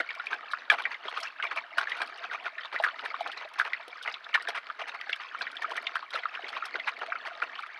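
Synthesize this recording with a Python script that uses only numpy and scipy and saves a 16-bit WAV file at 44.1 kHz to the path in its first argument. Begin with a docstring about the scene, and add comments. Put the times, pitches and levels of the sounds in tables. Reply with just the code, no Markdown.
"""An outdoor wooden deck in still air, where three dogs eat dry kibble from metal bowls.
Jaw strokes grind pellets in dense bursts of small fractures; single pellets pop in the hollow of a mouth,
click on teeth and bowls or snap brightly, and muzzles stir the food as a stream of small knocks.
The full bowls ring briefly, one is knocked on the boards, and the deck adds a short scatter."""
import sys
import numpy as np
from scipy import signal
from scipy.io import wavfile
from scipy.ndimage import uniform_filter1d

SR = 44100
rng = np.random.default_rng(int(sys.argv[2]) if len(sys.argv) > 2 else 0)


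def master(y):
    """Save y as 16-bit WAV."""
    cut = np.clip(np.atleast_2d(y).T, -1, 1)
    pcm = np.round(cut * 32767)  # scale
    wavfile.write(sys.argv[1], SR, pcm.astype(np.int16))


N = 343539

# Colour of still outdoor air. Each row: frequency in Hz, relative level in dB per Hz.
AIR_COLOUR = [(30, -14), (110, -24.5), (1500, 9), (4000, -8), (6500, -46), (12200, -27.5)]
# Damped modes of the filled bowls. Each row: frequency in Hz, width in Hz, relative gain in dB.
BOWL_MODES = [(688, 52, 11), (812, 40, 1), (2326, 50, -2)]
# A hard shove knocks a bowl against the boards. One row: start in seconds, level of the thud in dB.
BOWL_KNOCK = (.6995, -48)
# What the knocked bowl rings with. Each row: frequency in Hz, peak in dB, 60 dB decay in seconds.
CLANK_MODES = [(1246, -22.5, 0.062), (1685, -7.5, 0.029), (2320, -8.5, 0.026), (3260, -16, 0.018)]
# Moments when all three muzzles leave the food alone. 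Each row: middle in seconds.
LULLS = [0.67, 0.99, 1.34, 1.68, 2.52, 2.7, 3.5, 3.88, 4.21, 4.62, 4.75, 6.08]
# Colour of the stirred pellets. Each row: frequency in Hz, relative level in dB per Hz.
STIR_COLOUR = [(200, -20), (400, -14), (800, -8), (1300, 7), (2100, 5), (3200, -5), (4600, -11),
               (7000, -34.5), (12000, -61)]
# The clearest brittle snaps at the front teeth. Each row: start in seconds, relative level in dB.
SNAPS = [(0.258, -58.5), (0.5146, -56.5), (0.7009, -43.5), (0.722, -48), (1.0919, -58), (1.1747, -55),
         (1.202, -50.5), (1.2318, -57.5), (1.5597, -56), (1.78, -44), (1.895, -56), (1.969, -59),
         (2.017, -49.5), (2.838, -48.5), (3.05, -57), (3.206, -58), (3.316, -57.5), (3.5898, -49.5),
         (3.606, -56), (4.0254, -51), (4.344, -48), (4.4846, -45), (4.5512, -55.5), (4.88, -56.5),
         (5.094, -56), (5.62, -53), (5.711, -55), (5.766, -51.5), (5.9533, -54), (6.104, -58), (6.151, -51),
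         (6.488, -54.5), (6.6537, -49.5), (7.266, -60)]
# Colour of a brittle fracture. Each row: frequency in Hz, relative level in dB per Hz.
SNAP_COLOUR = [(3000, 24), (5500, 9.5), (7100, -8.5), (8600, 2.5), (11500, -5.5), (12700, -14.5),
               (15500, -33.5)]
# Hard pellets clicking on teeth and bowl walls.
# Each row: start in seconds, relative peak in dB, pitch in Hz.
TICKS = [(0.513, -35.5, 4120), (0.838, -32, 3100), (0.917, -37.5, 4520), (1.081, -28.5, 3250),
         (1.232, -29.5, 5280), (1.425, -22, 2770), (2.608, -37, 3120), (2.634, -35, 3500),
         (2.654, -31.5, 3560), (2.788, -33.5, 3750), (3.316, -29, 3160), (3.374, -33, 4000),
         (4.123, -39.5, 4940), (4.243, -35.5, 3580), (4.341, -18.5, 3070), (4.816, -30, 2920),
         (5.129, -19.5, 2970), (5.418, -25.5, 4120), (5.568, -25.5, 3250), (6.138, -29, 4080),
         (6.35, -29.5, 2800), (6.482, -33.5, 4390), (7.554, -31.5, 2890)]
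# Jaws closing on a mouthful. Each row: start in seconds, relative peak in dB.
CHOMPS = [(0.001, -28.5), (1.054, -33.5), (2.025, -39), (2.74, -32.5), (3.878, -37.5), (4.485, -35),
          (5.091, -39.5), (6.144, -30.5), (6.435, -36), (6.748, -31.5)]
# The loudest pellets that crack or knock, each with the hollow that rings.
# Each row: start in seconds, relative level in dB, pitch of the hollow in Hz,
# relative level of the sharp edge in dB.
POPS = [(0.089, -24, 2230, -53), (0.104, -24, 1820, -38), (0.197, -21.5, 1400, -43),
        (0.267, -22, 2420, -50), (0.328, -17, 1610, -42), (0.534, -15.5, 1376, -54),
        (0.713, -15, 1560, -34), (0.721, -19, 1290, -34), (0.853, -15, 1905, -46), (0.943, -25, 2080, -42),
        (1.081, -27, 1070, -48), (1.171, -20.5, 1235, -36), (1.27, -27.5, 2630, -52),
        (1.398, -21.5, 1540, -62), (1.425, -21, 2180, -40), (1.469, -27.5, 2150, -41),
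        (1.573, -21.5, 2280, -53), (1.782, -11.5, 1390, -28.5), (1.812, -24, 1540, -46),
        (1.871, -20.5, 1700, -48), (1.917, -19.5, 2040, -35), (2.016, -20, 1640, -38),
        (2.24, -26.5, 1390, -41), (2.312, -23, 1480, -45), (2.463, -19, 1320, -47),
        (2.581, -23, 1930, -45.5), (2.609, -35, 1280, -48), (2.656, -34, 1110, -50),
        (2.761, -18, 1980, -50), (2.799, -22, 720, -38.5), (2.837, -10.5, 1510, -40),
        (2.845, -14.5, 1520, -50), (2.86, -18.5, 1250, -52), (2.873, -18.5, 1280, -57),
        (2.884, -21, 1300, -42), (2.991, -27, 1310, -38.5), (3.057, -22, 1590, -40),
        (3.102, -26.5, 2000, -51), (3.141, -20, 1270, -61), (3.206, -29, 776, -40.5),
        (3.261, -23, 1195, -64), (3.447, -36.5, 644, -46), (3.597, -10, 1570, -35.5),
        (3.611, -17, 1430, -56), (3.732, -16, 1990, -35), (4.076, -19.5, 2100, -49),
        (4.141, -39, 2980, -33), (4.346, -10.5, 1835, -31), (4.353, -16, 1650, -38),
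        (4.375, -22.5, 1200, -61), (4.404, -28, 1880, -55), (4.472, -20, 1670, -45),
        (4.699, -21.5, 1320, -47), (5.011, -27, 1940, -52), (5.094, -21, 1650, -36.5),
        (5.128, -20.5, 2170, -46), (5.346, -22, 1330, -56), (5.41, -21, 1580, -48),
        (5.467, -22.5, 1900, -57), (5.62, -23, 1790, -50), (5.643, -17, 1370, -56), (5.777, -20, 1940, -56),
        (5.868, -22, 2100, -27), (5.954, -17.5, 1375, -37.5), (5.965, -20.5, 1500, -54),
        (6.026, -26.5, 1190, -53), (6.154, -18.5, 1350, -38), (6.233, -26, 2000, -51),
        (6.254, -15.5, 1304, -49), (6.372, -27, 1320, -61), (6.391, -36, 750, -59),
        (6.442, -27.5, 2050, -49), (6.565, -24, 1090, -39), (6.622, -19.5, 1325, -64),
        (6.74, -24, 2000, -54), (6.754, -20, 1520, -38), (6.797, -23, 2080, -38), (6.878, -22, 2450, -38),
        (7.015, -22.5, 1400, -54), (7.12, -17, 1450, -64), (7.154, -21.5, 1340, -64),
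        (7.42, -16.5, 1330, -57), (7.588, -24.5, 1350, -42), (7.634, -27.5, 1260, -55)]
# Where the sharp edge of a crack lies. One row: lower limit in Hz, upper limit in Hz.
EDGE_BAND_HZ = [2520, 3860]
# The firm jaw strokes of the three dogs. Each row: start in seconds, length in seconds,
# relative force on the pellets in dB, relative thud of the jaw in dB.
BITES = [(0.001, 0.01, -20.5, -44), (0.307, 0.041, -31.5, -37), (0.717, 0.032, -27, -31),
         (0.783, 0.024, -27.5, -46), (0.908, 0.027, -34, -62), (1.04, 0.038, -40.5, -46),
         (1.126, 0.069, -39, -42.5), (1.227, 0.036, -33, -62), (1.436, 0.017, -27.5, -40),
         (1.511, 0.02, -29, -39.5), (1.564, 0.027, -28, -44), (1.775, 0.066, -31, -41),
         (1.881, 0.11, -38, -48), (2.005, 0.027, -28.5, -36.5), (2.234, 0.019, -37, -45),
         (2.32, 0.039, -32, -38), (2.452, 0.028, -32.5, -42), (2.728, 0.029, -31, -40.5),
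         (2.833, 0.039, -37, -40.5), (3.037, 0.022, -37, -36.5), (3.251, 0.049, -45, -39.5),
         (3.368, 0.067, -43, -47.5), (3.584, 0.036, -29.5, -41.5), (3.645, 0.037, -32, -42.5),
         (4.059, 0.043, -32.5, -42), (4.345, 0.015, -17.5, -41), (4.482, 0.022, -31, -38),
         (4.548, 0.039, -29, -44.5), (4.79, 0.036, -34.5, -38.5), (4.877, 0.021, -34.5, -50),
         (4.942, 0.014, -31.5, -47), (5.202, 0.035, -38.5, -58), (5.412, 0.018, -40, -37.5),
         (5.623, 0.016, -39, -43), (5.707, 0.017, -35.5, -32.5), (5.756, 0.022, -32.5, -47),
         (6.13, 0.065, -33, -43.5), (6.339, 0.021, -35.5, -46), (6.455, 0.037, -45, -45),
         (6.524, 0.059, -35.5, -42.5), (6.639, 0.03, -38, -47), (6.741, 0.027, -47, -37.5),
         (6.872, 0.023, -22, -64), (7.015, 0.024, -39, -34), (7.252, 0.034, -33.5, -45.5),
         (7.422, 0.018, -26.5, -37.5)]
# Colour of grinding between the teeth. 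Each row: frequency in Hz, relative level in dB per Hz.
CRUNCH_COLOUR = [(200, -37), (420, -4.5), (700, -7), (1400, 10), (2200, -0.5), (3200, -14.5), (4600, -21.5),
                 (6500, -33.5)]

AIR_DB = -55.5
LULL_DB, LULL_S = -7.5, 0.035  # how far the stirring sinks, and how wide the dip is either side
# fainter snaps come at random: rate, middle level before the boost, spread either way
CRUMBS_PER_S, CRUMB_DB, CRUMB_SPREAD_DB = 6, -61, 8.5
RING_WIDTH_HZ = 184  # width of the hollow's resonance
POP_CREST_DB = 7     # allowance for the peak of a pop over its rms
LOW_EDGE_HZ, HIGH_EDGE_HZ = 900, 2800  # where jaw, pellets and crackle divide
# the crackle of a bite grows more slowly than its force: level at an ordinary force, and dB per dB
ORDINARY_FORCE_DB, CRACKLE_DB, CRACKLE_FOLLOWS = -35, -45.5, 0.39
CUTOFF_HZ = 15760


def from_db(db):
    """Amplitude factor of a level in dB."""
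    return 10 ** (np.asarray(db) / 20)


def rms(x):
    """Root mean square, kept above zero."""
    return np.sqrt(np.mean(x ** 2) + 1e-20)


def seconds(length):
    """Time axis of a short sound."""
    return np.arange(int(length * SR)) / SR


def add(track, s, sound):
    """Lay a sound into the track at time s."""
    at = int(np.clip(s * SR, 0, N - 1))
    track[at:at + len(sound)] += sound[:N - at]


def band(x, hz, kind, order=2):
    """Butterworth filter."""
    sos = signal.butter(order, np.clip(hz, 20, .45 * SR), kind, fs=SR, output="sos")
    return signal.sosfilt(sos, x + 1e-18)


def resonate(x, hz, width_hz):
    """One damped resonance with a gain of about 1 on top."""
    r = np.exp(-np.pi * width_hz / SR)
    zeros = np.array([1, 0, -1]) * (1 - r * r) / 2
    poles = [1, -2 * r * np.cos(2 * np.pi * hz / SR), r * r]
    return signal.lfilter(zeros, poles, x + 1e-18)


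def at_hz(points, hz):
    """Level of a colour at one frequency."""
    freqs, levels = np.transpose(points)
    return np.interp(np.log(hz), np.log(freqs), levels)


def coloured(excite, colour, count=18):
    """A bank of adjoining bands; excite(centre Hz) gives the drive of each."""
    edges = np.geomspace(colour[0][0], colour[-1][0], count + 1)
    centres = np.sqrt(edges[1:] * edges[:-1])
    total = 0
    for hz, low, high in zip(centres, edges, edges[1:]):
        total = total + from_db(at_hz(colour, hz)) * band(excite(hz), [low, high], "band")
    return total


def grains(size, per_s, spread_db):
    """Clicks at random moments: many small, few large."""
    clicks = np.zeros(size)
    when, strength, sign = rng.random((int(per_s * size / SR) + 1, 3)).T
    level_db = -spread_db * np.log(np.maximum(strength, .02))
    clicks[(when * size).astype(int)] = from_db(level_db) * np.sign(sign - .5)
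    return clicks


def scatter(t, t60):
    """Dense reflections that die away, with unit energy."""
    tail = rng.standard_normal(len(t)) * from_db(-60 * t / t60)
    return tail / np.sqrt(np.sum(tail ** 2))


def rattle(colour, per_s, spread_db, shared, ring_width_hz, count):
    """Pellet contacts: many ring at a few pitches in each band, sharp ones strike every band at once."""
    sharp = grains(N, per_s, spread_db)
    at = np.flatnonzero(sharp)

    def strike(hz):
        crumbs = max(hz / 2000, 1)  # high crumbs are the most numerous
        drive = np.zeros(N)
        drive[at] = shared * sharp[at] * rng.standard_normal(len(at))
        balance = np.sqrt((1 + .1 * hz / ring_width_hz) / crumbs)
        for pitch in hz * rng.uniform(.92, 1.08, 4):
            contacts = grains(N, per_s * crumbs / 4, spread_db)
            drive += balance * resonate(contacts, pitch, ring_width_hz)
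        return drive

    sound = coloured(strike, colour, count=count)
    return sound / rms(sound)


def evened(x, window_s):
    """Steady the slow level of a stream while keeping its grain."""
    power = np.abs(uniform_filter1d(x * x, max(int(window_s * SR), 8)))
    return x / np.sqrt(power + 1e-9)


def around(times, db, reach_s):
    """Swells that rise quickly to each moment and fall more slowly; overlaps add in power."""
    t = np.arange(0, N, 100) / SR
    after = t[:, None] - times
    swells = np.exp(-np.maximum(after, -2 * after) / reach_s)
    power = np.sum(from_db(db) ** 2 * swells, axis=1)
    return np.interp(np.arange(N) / SR, t, np.sqrt(power))


def still_air():
    """Outdoor air as a steady bed of noise, shaped band by band."""
    air = coloured(lambda hz: rng.standard_normal(N), AIR_COLOUR, count=18)
    return from_db(AIR_DB) * air / rms(air)


def deck(x, wet_db=-11.0, t60=0.077):
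    """Faint scatter from the boards, the dogs and a nearby wall."""
    t = seconds(.3)
    reflections = scatter(t, t60) * (t > .005)
    return x + from_db(wet_db) * signal.fftconvolve(x, reflections)[:N]


def bowls(x, swing_db=5.0, contact_db=-3.5):
    """Eating sets the bowls' metal ringing, more or less as muzzles and food press on it."""
    press = band(rng.standard_normal(N), 16, "low")
    drive = x * from_db(contact_db + swing_db * np.clip(press / rms(press), -2, 2))
    return x + sum(from_db(db) * resonate(drive, hz, width_hz) for hz, width_hz, db in BOWL_MODES)


def knock(chatter_s=0.0036):
    """The shoved bowl chatters for an instant and clanks; the boards give a short, dull thud under it."""
    out, t = np.zeros(N), seconds(.1)
    s, db = BOWL_KNOCK
    push = t / .0015  # the thud peaks after 1.5 ms
    add(out, s, from_db(db) * push * np.exp(1 - push))
    for hz, mode_db, t60 in CLANK_MODES:
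        chatter = rng.standard_normal(len(t)) * (t < chatter_s) * np.exp(-t / chatter_s)
        width_hz = np.log(1000) / (np.pi * t60)
        ring = band(resonate(chatter, hz, width_hz), [hz / 2, hz * 1.27], "band")
        add(out, s, from_db(mode_db) * ring / np.abs(ring).max())
    return out


def stirring(chew_db=-22.0, chew_s=0.095, pellet_db=-47.0, pellet_s=0.015, rest_db=-45.5,
             split_hz=600, window_s=0.047):
    """Loose pellets jostle and knock around bites and cracks; soft low chewing swells with the jaw."""
    start, length, _, thud_db = np.transpose(BITES)
    middle = start + length / 2
    contacts = np.concatenate([middle, [row[0] for row in list(POPS) + list(TICKS)]])
    stream = rattle(STIR_COLOUR, per_s=75, spread_db=5, shared=.45, ring_width_hz=230, count=30)
    low = evened(band(stream, split_hz, "low", order=4), window_s)
    high = evened(band(stream, split_hz, "high", order=4), window_s)
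    chewing = around(middle, thud_db + chew_db, chew_s) * low
    # the jostling never falls below a resting level, except in the lulls
    pellets = np.hypot(around(contacts, pellet_db, pellet_s), from_db(rest_db)) * high
    t = np.arange(N) / SR
    lull = sum(np.exp(-((t - s) / LULL_S) ** 2) for s in LULLS)
    return from_db(LULL_DB * lull) * (chewing + pellets)


def snaps(gain_db=18.0, rise_s=0.0016, burst_s=0.019, tail_db=-17.0, tail_s=0.036, uneven_db=-6.0):
    """Dry fractures outside the lips: quick runs of weakening cracks and stray crumbs, each a spray."""
    t = seconds(.08)
    step_s, loss_db = .006, 5.5  # mean gap between the cracks of a run, and what each one loses
    crumbs = []
    for when, size in rng.random((int(CRUMBS_PER_S * N / SR), 2)):
        crumbs.append((when * N / SR, CRUMB_DB + CRUMB_SPREAD_DB * (2 * size - 1)))
    runs = []
    for s, db in SNAPS:
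        for k in range(3):
            runs.append((s + k * step_s * (.5 + rng.random()), db - k * loss_db))

    def strike(hz):
        cracks = np.zeros(N)
        for s, db in runs + crumbs:
            spray = scatter(t, burst_s) + from_db(tail_db) * scatter(t, tail_s)
            spray = spray * (1 - np.exp(-t / rise_s))
            # a random boost in each band gives every crack a colour of its own
            boost_db = gain_db + uneven_db * (2 * rng.random() - 3.0)
            add(cracks, s, from_db(db + boost_db) * spray)
        return cracks

    return coloured(strike, SNAP_COLOUR, count=12)


def ticks(gain_db=0.5, contact_s=0.034, width_hz=260, spray_db=-17.0):
    """A hard pellet clicks on a tooth or the bowl wall and rings briefly at a high pitch of its own."""
    out, t = np.zeros(N), seconds(.06)
    for s, db, hz in TICKS:
        contact = scatter(t, contact_s)
        tick = resonate(contact, hz, width_hz) + from_db(spray_db) * contact
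        tick = band(tick, [hz / 1.35, hz * 1.19], "band")
        add(out, s, from_db(db + gain_db) * tick / np.abs(tick).max())
    return out


def chomps(hz=460, gain_db=-1.5):
    """The jaws meet softly and the closed mouth gives a broad, hollow thump, always at one pitch."""
    out, t = np.zeros(N), seconds(.08)
    width_hz, contact_s = 230, .07
    for s, db in CHOMPS:
        note = resonate(resonate(scatter(t, contact_s), hz, width_hz), hz, 2 * width_hz)
        add(out, s, from_db(db + gain_db) * note / np.abs(note).max())
    return out


def pops(burst_s=.016, spray_db=-10.0, tail_db=-9.0, tail_s=0.045, edge_s=0.032):
    """A pellet gives way with a sharp edge, crumbles over milliseconds and rings the hollow around it."""
    out, t = np.zeros(N), seconds(.08)
    early = t < .006

    def hollow(drive, hz):
        return resonate(resonate(drive, hz, RING_WIDTH_HZ), hz, 4 * RING_WIDTH_HZ)

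    for s, db, hz, sharp_db in POPS:
        crack = scatter(t, burst_s) * np.sqrt(t)  # the fracture swells, then dies away
        bounces = scatter(t, tail_s) * ~early     # and scatters round the bowl
        ring, tail = hollow(crack, hz), hollow(bounces, hz)
        sound = ring / rms(ring) + from_db(tail_db) * tail / rms(tail)
        sound += from_db(spray_db) * crack / rms(crack)
        sound = band(sound, [hz / 2.0, hz * 1.9], "band", order=3)  # cheeks and lips muffle the rest
        edge = band(scatter(t, edge_s), EDGE_BAND_HZ, "band", order=3)
        pop = from_db(db - POP_CREST_DB) * sound / rms(sound) + from_db(sharp_db) * edge / rms(edge)
        # scale by the share of the window that the early part fills
        add(out, s, pop * np.sqrt(early.mean()))
    return out


def crunches(rise_s=0.0022, fall_s=0.0035, low_db=-7.5, mid_db=-5.5, splinter_db=-62.5,
             splinter_growth=2.9, window_s=0.025):
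    """Each jaw stroke crushes pellets in a dense run of fractures; hard bites throw bright splinters."""
    t = np.arange(N) / SR
    power = np.zeros((3, N))
    for start, length, force_db, thud_db in BITES:
        crackle_db = CRACKLE_DB + CRACKLE_FOLLOWS * (force_db - ORDINARY_FORCE_DB)
        levels = from_db([thud_db, force_db, crackle_db])
        near = slice(max(int((start - .03) * SR), 0), int((start + length + .08) * SR))
        rise = np.minimum(t[near] - start, 0) / rise_s
        fall = np.maximum(t[near] - start - length, 0) / fall_s
        power[:, near] += (levels[:, None] * np.exp(rise - fall)) ** 2
    low, mid, high = np.sqrt(power)

    grind = rattle(CRUNCH_COLOUR, per_s=240, spread_db=5.5, shared=0.66, ring_width_hz=370, count=22)
    low_grind = evened(band(grind, LOW_EDGE_HZ, "low", order=4), window_s)
    mid_grind = evened(band(grind, [LOW_EDGE_HZ, HIGH_EDGE_HZ], "band", order=4), window_s)
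    high_grind = evened(band(grind, HIGH_EDGE_HZ, "high", order=4), window_s)
    jaw = from_db(low_db) * low * low_grind
    pellets = from_db(mid_db) * mid * mid_grind
    crackle = high * high_grind

    splinters = rattle(SNAP_COLOUR, per_s=250, spread_db=3.5, shared=0.5, ring_width_hz=390, count=14)
    splinters = evened(splinters, window_s)
    # the harder the bite, the larger the share of splinters
    hardness = high / from_db(-46)
    return jaw + pellets + crackle + from_db(splinter_db) * hardness ** splinter_growth * splinters


def scene():
    """Eating and the knock ring through bowls and deck, over still air."""
    mouths = stirring() + snaps() + ticks() + chomps() + pops() + crunches()
    eating = band(mouths, 170, "high", order=3) + knock()
    return (from_db(-1.0) * deck(bowls(eating)) + still_air())[None]


def record(dry):
    """A small microphone: rounded peaks, thin bass, the top cut."""
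    rounded = .9 * np.tanh(dry / .9)
    thinned = band(rounded, 30, "high", order=1)
    top_cut = signal.ellip(10, .1, 80, CUTOFF_HZ, fs=SR, output="sos")
    return signal.sosfilt(top_cut, thinned)


dry = scene()
out = record(dry)
master(out)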